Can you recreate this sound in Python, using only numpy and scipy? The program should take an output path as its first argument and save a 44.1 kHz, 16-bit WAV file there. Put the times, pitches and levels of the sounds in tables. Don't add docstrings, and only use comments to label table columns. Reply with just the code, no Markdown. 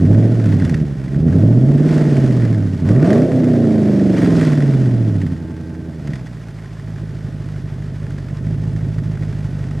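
import sys
import numpy as np
from scipy import signal
from scipy.fft import rfft, irfft
from scipy.io import wavfile
from scipy.ndimage import uniform_filter1d

SR = 44100
rng = np.random.default_rng(int(sys.argv[2]) if len(sys.argv) > 2 else 0)


def put_to_file(sound):
    columns = np.atleast_2d(sound).T
    safe = np.clip(columns, -1, 1)
    whole_steps = np.round(safe * 32767)
    wavfile.write(sys.argv[1], SR, whole_steps.astype(np.int16))


N = 432180

# harmonic number, relative level at idle in dB, relative level when revved in dB.
BURBLE_HARMONICS = [(3, -2, 0), (4, 9, 3), (5, -8, 3), (6, 7, 1.5), (7, -5, -1.5), (9, -12, 3),
                    (10, 4.5, -0.5), (11, -26, 6.5), (12, -3, 4), (13, -12, 9.5), (14, -7, 9.5),
                    (15, -33, 0.5), (16, 15, 8), (17, -3, 8), (18, 4, -9), (19, -7, 7.5), (20, -12.5, 3.5),
                    (21, 7.5, 5.5), (22, 3.5, 1.5), (23, -1.5, 10.5), (24, 8.5, 3), (25, 2.5, 2.5),
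                    (26, 0, -7), (27, -20, -3.5), (28, -6, 3.5), (29, 2, -7), (30, -34.5, 4),
                    (31, -2.5, -1), (32, -3.5, -2.5), (33, 2, 5.5), (34, -7.5, -13.5), (35, -11.5, 4.5),
                    (36, -5, -8.5), (37, -20, 1.5), (38, -2, -7), (39, -28.5, -2), (40, -20, 5),
                    (41, -3, -3), (42, -38, -10), (43, -10, -15), (44, -13, -6.5), (45, -11, -21),
                    (46, -4.5, 4.5), (47, -7, -10.5), (48, -2.5, -14)]
IDLE_HZ, REVVED_HZ = 55, 103.6


def undb(db):
    return 10 ** (np.asarray(db) / 20)


def curves(table):
    seconds, *columns = np.transpose(table)
    return [np.interp(np.arange(N) / SR, seconds, column) for column in columns]


def colour(x, points):
    size = 8192
    hz, db = np.transpose(points)
    bin_hz = np.arange(size // 2 + 1) * SR / size
    gain = undb(np.interp(np.log(bin_hz + 1), np.log(hz), db))
    cepstrum = irfft(np.log(gain))
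    cepstrum[1:size // 2] *= 2
    cepstrum[size // 2 + 1:] = 0
    response = irfft(np.exp(rfft(cepstrum)))
    return signal.fftconvolve(x, response)[:N]


def steady(x, cycle):
    energy = np.cumsum(x * x)
    first = np.clip(np.searchsorted(cycle, cycle - .5), 0, N - 1)
    last = np.clip(np.searchsorted(cycle, cycle + .5), 0, N - 1)
    power = (energy[last] - energy[first]) / np.maximum(last - first, 1)
    return x / np.sqrt(power + 1e-18)


def per_firing(count):
    return np.interp(count, np.arange(2048), rng.standard_normal(2048))


def gate(start, length, attack, release):
    corners = [start - attack, start, start + length, start + length + release]
    return np.interp(np.arange(N) / SR, corners, [0, 1, 1, 0])


def bell(crest, width):
    return np.exp(-((np.arange(N) / SR - crest) / width) ** 2)


def strengths(hz):
    # firing rate in Hz, boom in dB, burble in dB, rasp in dB, gas hiss in dB.
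    coasting = [(53, -40.5, -30.5, -47.5, -48), (68.5, -39, -28, -43.5, -46),
                (84.4, -33.5, -29, -42.5, -49.5), (87.7, -25, -22, -40.5, -43.5),
                (106, -15, -19, -34.5, -43.5), (135.7, -13, -19, -29, -43), (173, -14.5, -17, -25.5, -38.5),
                (273, -14.5, -13.5, -22.5, -41.5)]
    # start in seconds, length in seconds, burble from fuel in dB, sag in dB per second.
    pushes = [(-0.05, 0.33, -8.5, 24), (0.48, 0.35, -17.5, -7), (0.906, 0.23, -25.5, -16),
              (1.198, 0.64, -12, 13), (2.873, 0.38, -15.5, 21), (6.075, 0.062, -23.5, 0),
              (6.85, 1.55, -27.5, -1.7), (8.464, 1.396, -19, 2)]
    # crest in seconds, half width in seconds, added hiss in dB, added rasp in dB, added burble in dB.
    passing_changes = [(0.249, 0.26, 2.5, 4, -0.5), (0.52, 0.08, 4, -1.5, 0.5), (0.7, 0.081, 6, 1.5, 0.5),
                       (1.39, 0.12, 2, 5, 1), (1.94, 0.09, 5, 2, 0.5), (2.22, 0.28, 6, 3, 2.5),
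                       (2.902, 0.034, 8, 5.5, 2), (3.12, 0.15, 7, 7, -1), (4.24, 0.11, 5, 1.5, 3.5),
                       (4.44, 0.1, 7.5, 0.5, 2), (4.7, 0.18, 4, -0.5, -0.5), (5.28, 0.061, -2, -5, 2),
                       (9.55, 0.33, 1.5, -0.5, -1.5)]
    # time in seconds, depth in dB.
    dips = [(0.35, 1.5), (2.8, 1.5), (3.29, 12), (4.18, 5.5)]
    push_attack_s, push_release_s = 0.1, 0.11
    dip_width_s, dip_burble_share = 0.035, 0.49
    boom_follows, rasp_follows, gas_follows = 0.69, 0.6, 0.16
    clean_burn_db = 1

    t = np.arange(N) / SR
    speeds, *columns = np.transpose(coasting)
    boom_db, burble_db, rasp_db, gas_db = (np.interp(hz, speeds, column) for column in columns)
    at_speed = np.interp(hz, [IDLE_HZ, REVVED_HZ], [0, 1])
    fuel_power = 0
    for start, length, db, sag in pushes:
        pedal = gate(start, length, push_attack_s, push_release_s)
        sagging_db = db - sag * np.clip(t - start, 0, length)
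        fuel_power = fuel_power + (pedal * undb(sagging_db)) ** 2
        gas_db = gas_db - clean_burn_db * pedal * at_speed
    lift_db = 10 * np.log10(1 + fuel_power / undb(burble_db) ** 2)
    gas_change, rasp_change, burble_change = sum(
        np.outer(added, bell(crest, width)) for crest, width, *added in passing_changes)
    dip_db = sum(depth * bell(crest, dip_width_s) for crest, depth in dips)
    return (boom_db + boom_follows * lift_db - dip_db,
            burble_db + lift_db + burble_change - dip_burble_share * dip_db,
            rasp_db + rasp_follows * lift_db + rasp_change,
            gas_db + gas_follows * lift_db + gas_change)


def burble(cycle, strength_db, blow_db):
    size = 4096
    order = np.rint(np.array(BURBLE_HARMONICS)[:, 0]).astype(int)
    phase = np.angle(np.fft.fft(undb(blow_db))[order % 8])
    lines = np.zeros(size // 2 + 1, complex)
    lines[order] = undb(strength_db) * np.exp(1j * phase)
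    wave = irfft(lines)
    return np.interp(cycle % 1, np.arange(size) / size, wave / wave.std())


def puffs(firing, blow_db, scatter_db, depth):
    k = np.arange(2048)
    size_db = np.interp(firing, k, blow_db[k % len(blow_db)]) + scatter_db * per_firing(firing)
    swell = 1 + depth * np.cos(2 * np.pi * firing)
    return undb(size_db) * swell * rng.standard_normal(N)


def ripple(cycle, count=150):
    size = 4096
    lines = np.zeros(size // 2 + 1, complex)
    lines[9:count] = np.exp(2j * np.pi * rng.random(count - 9))
    lines[::8] *= 1.8
    return np.interp(cycle % 1, np.arange(size) / size, irfft(lines))


def tips(x):
    # frequency in Hz, level in dB.
    gas_colour = [(300, -20.5), (800, 3.5), (950, -2), (1220, -1.5), (1500, 0.5), (1900, -2), (2550, -7.5),
                  (3400, -10), (3950, -12.5), (4900, -11), (8500, -20), (10500, -26.5), (12500, -31.5)]
    # frequency in Hz, width in Hz, level in dB.
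    tip_modes = [(877, 14, 0.5), (1042, 10, 2), (1492, 4, 1.5), (1874, 110, -4.5), (3430, 25, -1)]
    gas = colour(x, gas_colour)
    ringing = 0
    for hz, width, db in tip_modes:
        b, a = signal.iirpeak(hz, hz / width, fs=SR)
        ringing = ringing + undb(db) * signal.lfilter(b, a, gas)
    return gas + ringing


def spits(hz, share=.55, scatter_db=6.0, decay_s=0.0037):
    happens = rng.random(N) < share * hz / SR
    strikes = happens * undb(scatter_db * np.clip(rng.standard_normal(N), -2, 1.5))
    envelope = signal.lfilter([1], [1, -np.exp(-1 / (decay_s * SR))], strikes)
    noise = tips(envelope / np.sqrt(hz) * rng.standard_normal(N))
    x = colour(noise, [(700, -8.0), (1100, 3.5), (2000, 6.5), (3000, -1.5), (9000, 0.5)])
    return x / x.std()


def exhaust(hz, idle_jitter=0.011, revved_jitter=0.047, idle_scatter_db=2.0, revved_scatter_db=0.14,
            idle_rough_db=-19, revved_rough_db=-11, rasp_rough_db=-2, spit_db=-6, load_db=2, bark_db=-3):
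    # relative blow at idle in dB, when revved in dB.
    cylinders = [(1.0, -0.5), (1.0, -0.5), (0.5, 1.5), (2.0, 1.5), (-12.5, -3), (3.0, 2), (-0.5, -0.5),
                 (2.0, 1.5)]
    # frequency in Hz, level in dB.
    pipe_colour = [(22, -43.5), (50, -11.5), (80, -12), (112, -1), (135, 0), (158, 2.5), (190, -5),
                   (250, -1.5), (320, -6.5), (420, -18.5), (520, -23), (660, -34), (800, -43), (1100, -46),
                   (2500, -57)]
    # frequency in Hz, level in dB.
    rasp_colour = [(150, -45.5), (300, 3), (400, 4), (520, -5), (650, -1.5), (760, -17), (950, -29.5),
                   (2000, -56.5)]
    bark_colour = [(700, -34), (1120, 8.5), (1800, -4.5), (4000, -21.0)]  # Hz, dB
    boom_db, burble_db, rasp_db, gas_db = strengths(hz)
    revved = np.clip((hz - IDLE_HZ) / (REVVED_HZ - IDLE_HZ), 0, 1)

    def blend(idle, fast):
        return idle + revved * (fast - idle)

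    load = uniform_filter1d(np.clip(np.gradient(hz) * SR / 450, 0, 1), size=2000)
    firing = np.cumsum(hz) / SR
    cycle = firing / len(cylinders)
    _, idle_db, revved_db = np.transpose(BURBLE_HARMONICS)
    idle_blows, revved_blows = np.transpose(cylinders)

    jitter = blend(idle_jitter, revved_jitter * hz / 200) * (1 - .5 * load)
    uneven = (firing + jitter * (per_firing(firing) + per_firing(cycle))) / len(cylinders)
    force = undb(blend(idle_scatter_db, revved_scatter_db) * per_firing(firing))
    idle_burble = burble(uneven, idle_db, idle_blows)
    revved_burble = burble(uneven, revved_db, revved_blows)
    blows = force * blend(idle_burble, revved_burble)
    churn = colour(puffs(firing, revved_blows, scatter_db=-2.5, depth=0.26), pipe_colour)
    roughness = undb(blend(idle_rough_db, revved_rough_db)) * steady(churn, cycle)
    body = steady(colour(blows, pipe_colour), cycle) + roughness
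    firing_note = force * np.cos(2 * np.pi * len(cylinders) * uneven)
    boom = steady(colour(firing_note, pipe_colour), cycle)

    rasp = steady(colour(force * ripple(uneven), rasp_colour), cycle)
    rasp_puffs = puffs(firing, revved_blows, scatter_db=3.0, depth=0.073)
    rasp += undb(rasp_rough_db) * steady(colour(rasp_puffs, rasp_colour), cycle)

    gas_puffs = puffs(firing, 0.47 * revved_blows, scatter_db=blend(1.5, 1.4), depth=0.15)
    gas = undb(-load_db * load) * steady(tips(gas_puffs), cycle)
    gas += undb(spit_db + load_db * load) * spits(hz)
    gas += undb(bark_db) * load * steady(colour(ripple(uneven), bark_colour), cycle)
    return -boom * undb(boom_db) - body * undb(burble_db) + rasp * undb(rasp_db) + gas * undb(gas_db)


def roadside(x, t60=0.69, echo_db=-24):
    t = np.arange(int(SR * .5)) / SR
    tail = rng.standard_normal((2, len(t))) * undb(-60 * t / t60) * (1 - np.exp(-t / 0.023))
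    tail /= np.sqrt((tail ** 2).sum(axis=1, keepdims=True))
    dull = colour(x, [(100, -0.5), (600, 7.5), (1500, -2), (6000, -1.5)])
    return undb(echo_db) * signal.fftconvolve(dull[None], tail, axes=1)[:, :N]


def airy_hiss():
    points = [(30, -54.5), (300, -61.0), (3000, -71.0), (8500, -63), (12000, -62.0)]  # Hz, dB
    return np.array([colour(rng.standard_normal(N), points) for _ in range(2)])


def pops(decay_s=0.0055, rise_s=0.00031, gain_db=-4.0):
    # start in seconds, level in dB ahead of the common gain.
    pop_times = [(0.457, -26), (0.5245, -29), (0.617, -41), (0.6489, -24.5), (0.695, -23.5), (0.742, -23),
                 (2.11, -35), (2.167, -25), (2.4515, -31), (2.8714, -43), (4.622, -28), (4.677, -31),
                 (4.736, -41), (4.858, -30), (5.216, -29), (5.2646, -31), (6.073, -29.5), (6.1339, -28),
                 (6.156, -29.5), (6.2684, -34)]
    t = np.arange(int(SR / 20)) / SR
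    shape = np.exp(-t / decay_s) * (1 - np.exp(-t / rise_s))
    envelope = np.zeros(N + len(t))
    for seconds, db in pop_times:
        start = int(seconds * SR)
        envelope[start:start + len(t)] += undb(db + gain_db) * shape / shape.max()
    crack = colour(tips(rng.standard_normal(N)), [(1300, -4.5), (1900, 5.5), (2800, 0)])
    return envelope[:N] * crack / crack.std()


def whines(hz, waver=0.0063):
    # multiple of the firing rate, rms level in dB.
    whine_tones = [(3.75, -35.5), (4.74, -47), (10.3, -57.5), (18.5, -55.5)]
    coast_s = (5.251, 5.45, 5.848, 6.1)
    firing = np.cumsum(hz) / SR
    coasting = np.interp(np.arange(N) / SR, coast_s, [0, 1, 1, 0])
    tones = 0
    for multiple, db in whine_tones:
        turns = np.cumsum(hz * (1 + waver * per_firing(firing))) / SR
        tones = tones + undb(db) * np.sin(2 * np.pi * multiple * turns)
    return np.sqrt(2) * coasting * tones


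def scene():
    # time in seconds, firing rate in Hz.
    first_rev = [(0.0, 88.4), (0.12, 105.9), (0.33, 117.3), (0.55, 100.6), (0.71, 82.9), (0.97, 65)]
    second_rev = [(1.15, 69.5), (1.49, 113.4), (1.7, 140.9), (1.9, 156.4), (2.09, 144.8), (2.42, 117.4)]
    hard_rev = [(2.83, 88.35), (2.9, 102.3), (3.0, 143), (3.2, 252.8), (3.28, 265.4), (3.76, 215.7),
                (4.07, 192.9), (4.44, 156), (5.07, 109.9)]
    settling = [(5.36, 85.57), (5.9, 84.13), (6.22, 60.92), (6.52, 53.83), (7.1, 52.26), (7.76, 49.35),
                (8.0, 50.74), (8.25, 47.5), (8.52, 52.75), (8.97, 52.33), (9.8, 48.72)]
    hz, = curves(first_rev + second_rev + hard_rev + settling)
    car = exhaust(hz) + pops() + whines(hz)
    left = colour(car, [(100, -0.64), (600, -0.61), (1300, -0.73), (8000, -0.18)])
    right = colour(car, [(100, 0.91), (600, 0.63), (1300, 0.0), (8000, 0.17)])
    return np.array([left, right]) + roadside(car) + airy_hiss()


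def record(dry, ceiling=0.98, top_hz=12500):
    rounded = dry / (1 + (dry / ceiling) ** 6) ** (1 / 6)
    low_pass = signal.ellip(8, .2, 70, top_hz, fs=SR, output="sos")
    return signal.sosfilt(low_pass, rounded)


dry = scene()
out = record(dry)
put_to_file(out)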